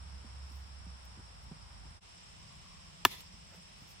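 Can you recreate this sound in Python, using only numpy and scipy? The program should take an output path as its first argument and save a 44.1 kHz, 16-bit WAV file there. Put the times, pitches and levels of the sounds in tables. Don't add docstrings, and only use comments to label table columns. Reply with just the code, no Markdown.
import sys
import numpy as np
from scipy import signal
from scipy.fft import rfft, irfft, next_fast_len
from scipy.io import wavfile
from scipy.ndimage import map_coordinates

SR = 44100
rng = np.random.default_rng(int(sys.argv[2]) if len(sys.argv) > 2 else 0)


def dump_mix(stems):
    frames = np.atleast_2d(stems).T
    limited = np.clip(frames, -1, 1)
    pcm = np.round(limited * 32767).astype(np.int16)
    wavfile.write(sys.argv[1], SR, pcm)


N = 176400
T = np.arange(N) / SR
HIT_S, DIP_S = 3.0505, 2.003

# (pitch [Hz], level [dB], time to fade by 60 dB [s])
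RING_NOTES = [(238, -20, .034), (363, -9.7, .02), (683, -9, .0105), (1022, -2.5, .016), (1222, 3.8, .0085),
              (1470, -17, .014), (1744, -12, .026), (2200, -17, .016), (2610, 2.5, .005),
              (2790, -15.5, .019), (3390, -14, .018), (3535, -21.5, .029), (4260, -22, .011),
              (4435, -12, .0086), (4755, -27, .018), (5540, -28, .028), (5690, -27, .017),
              (6900, -21, .0115), (7450, -18.5, .0125)]
# (frequency [Hz], level [dB])
CRACK_COLOUR = [(200, -24), (520, -21), (900, 2), (1500, -4.5), (3000, -8), (3700, -20), (4500, -11),
                (6200, -19), (7500, -2.5), (9000, -12.5), (10700, -4.5), (12200, -6), (13200, -4),
                (15200, -2.5), (16500, -13.5)]
# (frequency [Hz], level [dB])
LAWN_COLOUR = [(200, -24), (520, -23.5), (900, 7.5), (1500, 0), (3000, -4), (4500, -4), (6200, -10),
               (7500, -1), (9000, -12), (11000, -3), (15000, -4.5), (16500, -14)]

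def bat_hit():
    ring = np.zeros(N)
    for hz, db, fade_s in RING_NOTES:
        start = HIT_S + 1 / hz
        envelope = burst(start, rise_s=2.36 / hz, fade_s=fade_s)
        ring += amp(db) * envelope * np.sin(2 * np.pi * hz * (T - start))
    crack = amp(-13.5) * burst(HIT_S, rise_s=0.00038, fade_s=0.0094) * noise(CRACK_COLOUR)
    lawn = amp(-25.5) * burst(HIT_S, rise_s=0.0021, fade_s=0.052) * noise(LAWN_COLOUR)
    return ring + crack + lawn


# (time after the hit [s], level [dB])
ECHO_LEVEL = [(0, -11), (.02, -1), (.043, -8.5), (.065, -0.5), (.095, -4), (.118, -11.5), (.155, -8),
              (.18, -20), (.33, -56)]
# (frequency [Hz], level [dB])
ECHO_COLOUR = [(300, -2.5), (700, -6.5), (1000, -1.5), (1450, -21), (1950, 5), (2200, -0.5), (3200, -0.5),
               (3520, 2.5), (3850, 0.5), (6400, -5), (8000, -4), (11000, -4), (15300, -12), (16500, -26)]
# (pitch [Hz], width [Hz], level [dB])
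ECHO_NOTES = [(1000, 110, -61), (1940, 200, -60), (3480, 300, -54)]
# (time after the hit [s], gain [factor])
ECHO_RING_SWELL = [(.045, 0.012), (.07, 0.67), (.098, 0.6), (.125, .25), (.18, 0.016)]

def tree_echo(blow):
    answer = amp(curve(ECHO_LEVEL, T - HIT_S)) * (T > HIT_S)
    leaves = amp(-48.5) * answer * noise(ECHO_COLOUR)
    side_tilt = [(4000, 5), (9000, -3), (13000, -24)]  # (frequency [Hz], level [dB])
    sides = amp(-50.5) * answer * filtered(noise(ECHO_COLOUR), lambda hz: amp(along(side_tilt, hz)))
    paths = rng.standard_normal(SR // 2) * amp(curve(ECHO_LEVEL, T[:SR // 2]))
    trunks = amp(-33.5) * signal.fftconvolve(blow, paths / np.linalg.norm(paths))[:N]
    slap_delay_s = 0.156
    slap_tilt = [(1000, -17), (6000, 1)]  # (frequency [Hz], level [dB])
    slap = filtered(blow, lambda hz: amp(along(slap_tilt, hz)) * np.exp(-2j * np.pi * hz * slap_delay_s))
    notes = sum(amp(db) * fuzzy_tone(hz, width) for hz, width, db in ECHO_NOTES)
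    ring = curve(ECHO_RING_SWELL, T - HIT_S) * notes
    return microphones(leaves + trunks + ring + amp(-33) * slap) + wide(0, sides)


# (time [s], level [dB], pitch [Hz])
FOOTFALLS = [(.244, -44.5, 219), (.51, -50.5, 223), (0.865, -42.5, 174), (1.174, -45, 173),
             (1.191, -39.5, 85.6), (1.514, -34.5, 158.4), (1.854, -43.5, 146), (3.055, -34.5, 92),
             (3.338, -45, 85.6), (3.82, -44, 95.6)]
# (frequency [Hz], level [dB])
SCUFF_COLOUR = [(60, -10), (300, -3.5), (500, -16), (900, -13.5), (1600, -23), (5000, -50)]
# (time [s], level [dB], rise and fall time [s])
GRASS_SWISHES = [(0.566, -71, 0.065), (1.053, -63, 0.0078), (1.435, -76, 0.023), (3.557, -73, 0.04),
                 (3.819, -72, 0.029), (3.906, -58, 0.017)]
# (frequency [Hz], level [dB])
GRASS_COLOUR = [(1500, -11), (6000, 5), (10000, 2), (15000, 3), (16500, -11)]
# (frequency [Hz], level [dB])
DRAG_COLOUR = [(200, -13), (550, 3), (1000, -7), (1450, -4), (2500, -9), (6000, -32)]

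def feet():
    extra_pitch, settle_s = 1.62, 0.0019
    scuff = amp(-14.5) * noise(SCUFF_COLOUR)
    thuds = np.zeros(N)
    for start, db, hz in FOOTFALLS:
        age = np.maximum(T - start, 0)
        cycles = hz * (age + extra_pitch * settle_s * (1 - np.exp(-age / settle_s)))
        thump = np.sin(2 * np.pi * cycles)
        thuds += amp(db) * burst(start, rise_s=0.003, fade_s=0.079) * (thump + scuff)
    drag = amp(-60) * peak(3.54, slope_s=0.036) * noise(DRAG_COLOUR)
    swishes = sum(amp(db) * peak(time, slope_s) for time, db, slope_s in GRASS_SWISHES)
    rustle = unit(noise(GRASS_COLOUR) * amp(3.4 * wobble(300)))
    return microphones(thuds + drag + swishes * rustle)


# (frequency [Hz], level [dB])
CHORUS_COLOUR = [(3800, -54), (4700, -8.5), (5050, -3.5), (5420, 0), (5650, -3.5), (5950, -23),
                 (6500, -67.5)]
# (start [s], end [s], pitch [Hz], wing strokes [per s], level [dB])
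NEAR_INSECTS = [(-.5, 4.5, 8270, 17, -66), (1.938, 3.75, 7540, 15.4, -62), (-.5, 4.5, 5400, 13, -68)]
# (time [s], level [dB])
LONE_CHIRPS = [(1.29, -64), (1.356, -68), (1.59, -65), (1.626, -61)]

def crickets():
    chorus = amp(-66.5 + 1.1 * wobble(40)) * wide(noise(CHORUS_COLOUR), amp(1) * noise(CHORUS_COLOUR))
    near = pulses(LONE_CHIRPS, half_width_s=0.0085) * fuzzy_tone(hz=4930, width_hz=130)
    for start, end, hz, rate, db in NEAR_INSECTS:
        stroke_count = rate * T + 0.091 * wobble(3.96)
        strokes = np.sin(np.pi * stroke_count) ** 8
        fade = np.clip(np.minimum(T - start, end - T) / 0.15, 0, 1)
        song = tone(hz * (1 + 0.01 * wobble(90)))
        near += amp(db + 2.1 * wobble(9.4)) * fade * strokes * song
    return chorus + microphones(near)


# (time [s], pitch [Hz], level [dB])
ENGINE_HUM = [(0, 67.14, -49.5), (.9, 66.64, -49), (1.1, 62.95, -55), (1.4, 54, -59.5),
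              (1.95, 54.97, -54.5), (2.15, 57.35, -71.5), (4, 59.3, -86)]

def engine():
    hum = np.sqrt(2) * tone(curve(ENGINE_HUM) * (1 + 0.0095 * wobble(12)))
    level_db = curve(ENGINE_HUM, column=2) + 2.25 * wobble(13.78)
    return microphones(amp(level_db) * hum)


# (time [s], level [dB])
WARBLE_PULSES = [(2.365, -69), (2.435, -69), (2.517, -67.5), (2.66, -67), (2.73, -70), (2.785, -69),
                 (2.875, -70)]

def warble():
    return microphones(pulses(WARBLE_PULSES, half_width_s=0.028) * fuzzy_tone(hz=1100, width_hz=190))


# (frequency [Hz], level [dB])
DRONE_COLOUR = [(115, -30), (145, -8), (176, -1.5), (192, -9), (230, -20), (300, -51)]
# (time [s], level [dB])
DRONE_SWELL = [(0, -74.5), (2.2, -73), (2.45, -64.5), (3.6, -62), (4, -69)]

def drone():
    return microphones(amp(curve(DRONE_SWELL)) * noise(DRONE_COLOUR))


# (frequency [Hz], level [dB])
RUMBLE_COLOUR = [(20, -19.5), (40, -0.5), (60, 4), (95, 2.5), (130, -4), (180, -8), (225, -14), (300, -26),
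                 (600, -68)]
# (time [s], level [dB])
RUMBLE_SWELL = [(0, -56.5), (1.2, -58), (1.85, -55.5), (2.15, -65.5), (2.5, -57), (2.85, -61.5), (3.3, -62),
                (3.6, -66), (4, -60.5)]
# (frequency [Hz], level [dB])
CENTRE_HISS = [(100, -3.5), (450, -2.5), (1050, 1), (1600, -3.5), (3000, -1.5), (4300, -5.5), (6400, -13),
               (8200, -6), (9200, -33.5), (10400, -42), (11500, -26.5), (15300, -30), (16200, -51.5)]
SIDE_HISS = [(100, 4), (450, -4), (750, 4.5), (1700, -2.5), (3400, -2.5), (4300, -6), (6300, -12.5),
             (7400, -2.5), (8400, 4), (9300, -17.5), (11500, -26), (14000, -48)]
# (frequency [Hz], level [dB])
EARLY_HISS = [(300, -19), (600, -4.5), (900, 4), (1500, -0.5), (2400, -12.5), (5000, -52)]
LATE_HISS = [(1000, -34), (2000, -1), (3000, 2.5), (4300, -3.5), (6500, -5), (8000, -8.5), (9500, -45),
             (14000, -36.5)]

def air():
    rumble_db = curve(RUMBLE_SWELL) + 1.6 * wobble(9.8)
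    rumble = amp(rumble_db) * wide(noise(RUMBLE_COLOUR), amp(-4.5) * noise(RUMBLE_COLOUR))
    hiss = wide(amp(-63.5) * noise(CENTRE_HISS), amp(-60) * noise(SIDE_HISS))
    dull = amp(-68.5) * wide(noise(EARLY_HISS), noise(EARLY_HISS))
    bright = amp(-67.5) * wide(noise(LATE_HISS), noise(LATE_HISS))
    waver = amp(0.31 * wobble(4.89))
    return rumble + waver * (hiss + np.where(T < DIP_S, dull, bright))


# (frequency [Hz], left ahead by [radians], left louder by [dB])
MICROPHONE_PAIR = [(100, 0, -3), (380, -.2, -4), (750, -.1, .5), (1300, -.3, -1.5), (3400, -.5, -1.5),
                   (4500, -.6, -3), (5700, -1, -3), (6800, 1.2, -2), (7400, 2.2, -3.5), (8400, 2.75, -3),
                   (9700, 3.5, -2), (10700, 4.9, 0), (14000, 6.3, .5)]

def microphones(x):
    share = np.array([[0.5], [-0.5]])
    def response(hz):
        timing = np.exp(1j * share * along(MICROPHONE_PAIR, hz))
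        return timing * amp(share * along(MICROPHONE_PAIR, hz, column=2))
    return filtered(x, response)


def amp(db):
    return 10 ** (np.asarray(db) / 20)


def unit(x):
    return x / np.sqrt(np.mean(x ** 2) + 1e-20)


def along(table, hz, column=1):
    columns = np.transpose(table)
    return np.interp(np.log(hz + 1), np.log(columns[0] + 1), columns[column])


def curve(table, t=T, column=1):
    columns = np.transpose(table)
    return np.interp(t, columns[0], columns[column])


def wobble(rate):
    return map_coordinates(rng.standard_normal(400), [T * rate], mode="mirror")


def filtered(x, response):
    size = next_fast_len(N + SR // 2)
    return irfft(rfft(x, size) * response(np.fft.rfftfreq(size, 1 / SR)), size)[..., :N]


def noise(colour):
    return unit(filtered(rng.standard_normal(N), lambda hz: amp(along(colour, hz))))


def tone(hz):
    return np.sin(2 * np.pi * np.cumsum(hz) / SR)


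def fuzzy_tone(hz, width_hz):
    return unit(filtered(rng.standard_normal(N), lambda f: np.exp(-2 * ((f - hz) / width_hz) ** 2)))


def burst(start, rise_s, fade_s):
    age = np.maximum(T - start, 0)
    return (1 - np.exp(-age / rise_s)) * amp(-60 * age / fade_s)


def peak(time, slope_s):
    return np.exp(-np.abs(T - time) / slope_s)


def pulses(table, half_width_s):
    return sum(amp(db) * np.exp(-((T - time) / half_width_s) ** 2) for time, db in table)


def wide(centre, sides):
    return np.array([centre + sides, centre - sides])


def scene():
    blow = bat_hit()
    return (microphones(blow) + tree_echo(blow) + feet()
            + engine() + drone() + warble() + air() + crickets())


def record(dry):
    dip_db, top_hz = -29, 16400
    dip = amp(dip_db * peak(DIP_S, slope_s=0.011))
    return filtered(dry * dip, lambda hz: 1 / (1 + (hz / top_hz) ** 120))


dry = scene()
out = record(dry)
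dump_mix(out)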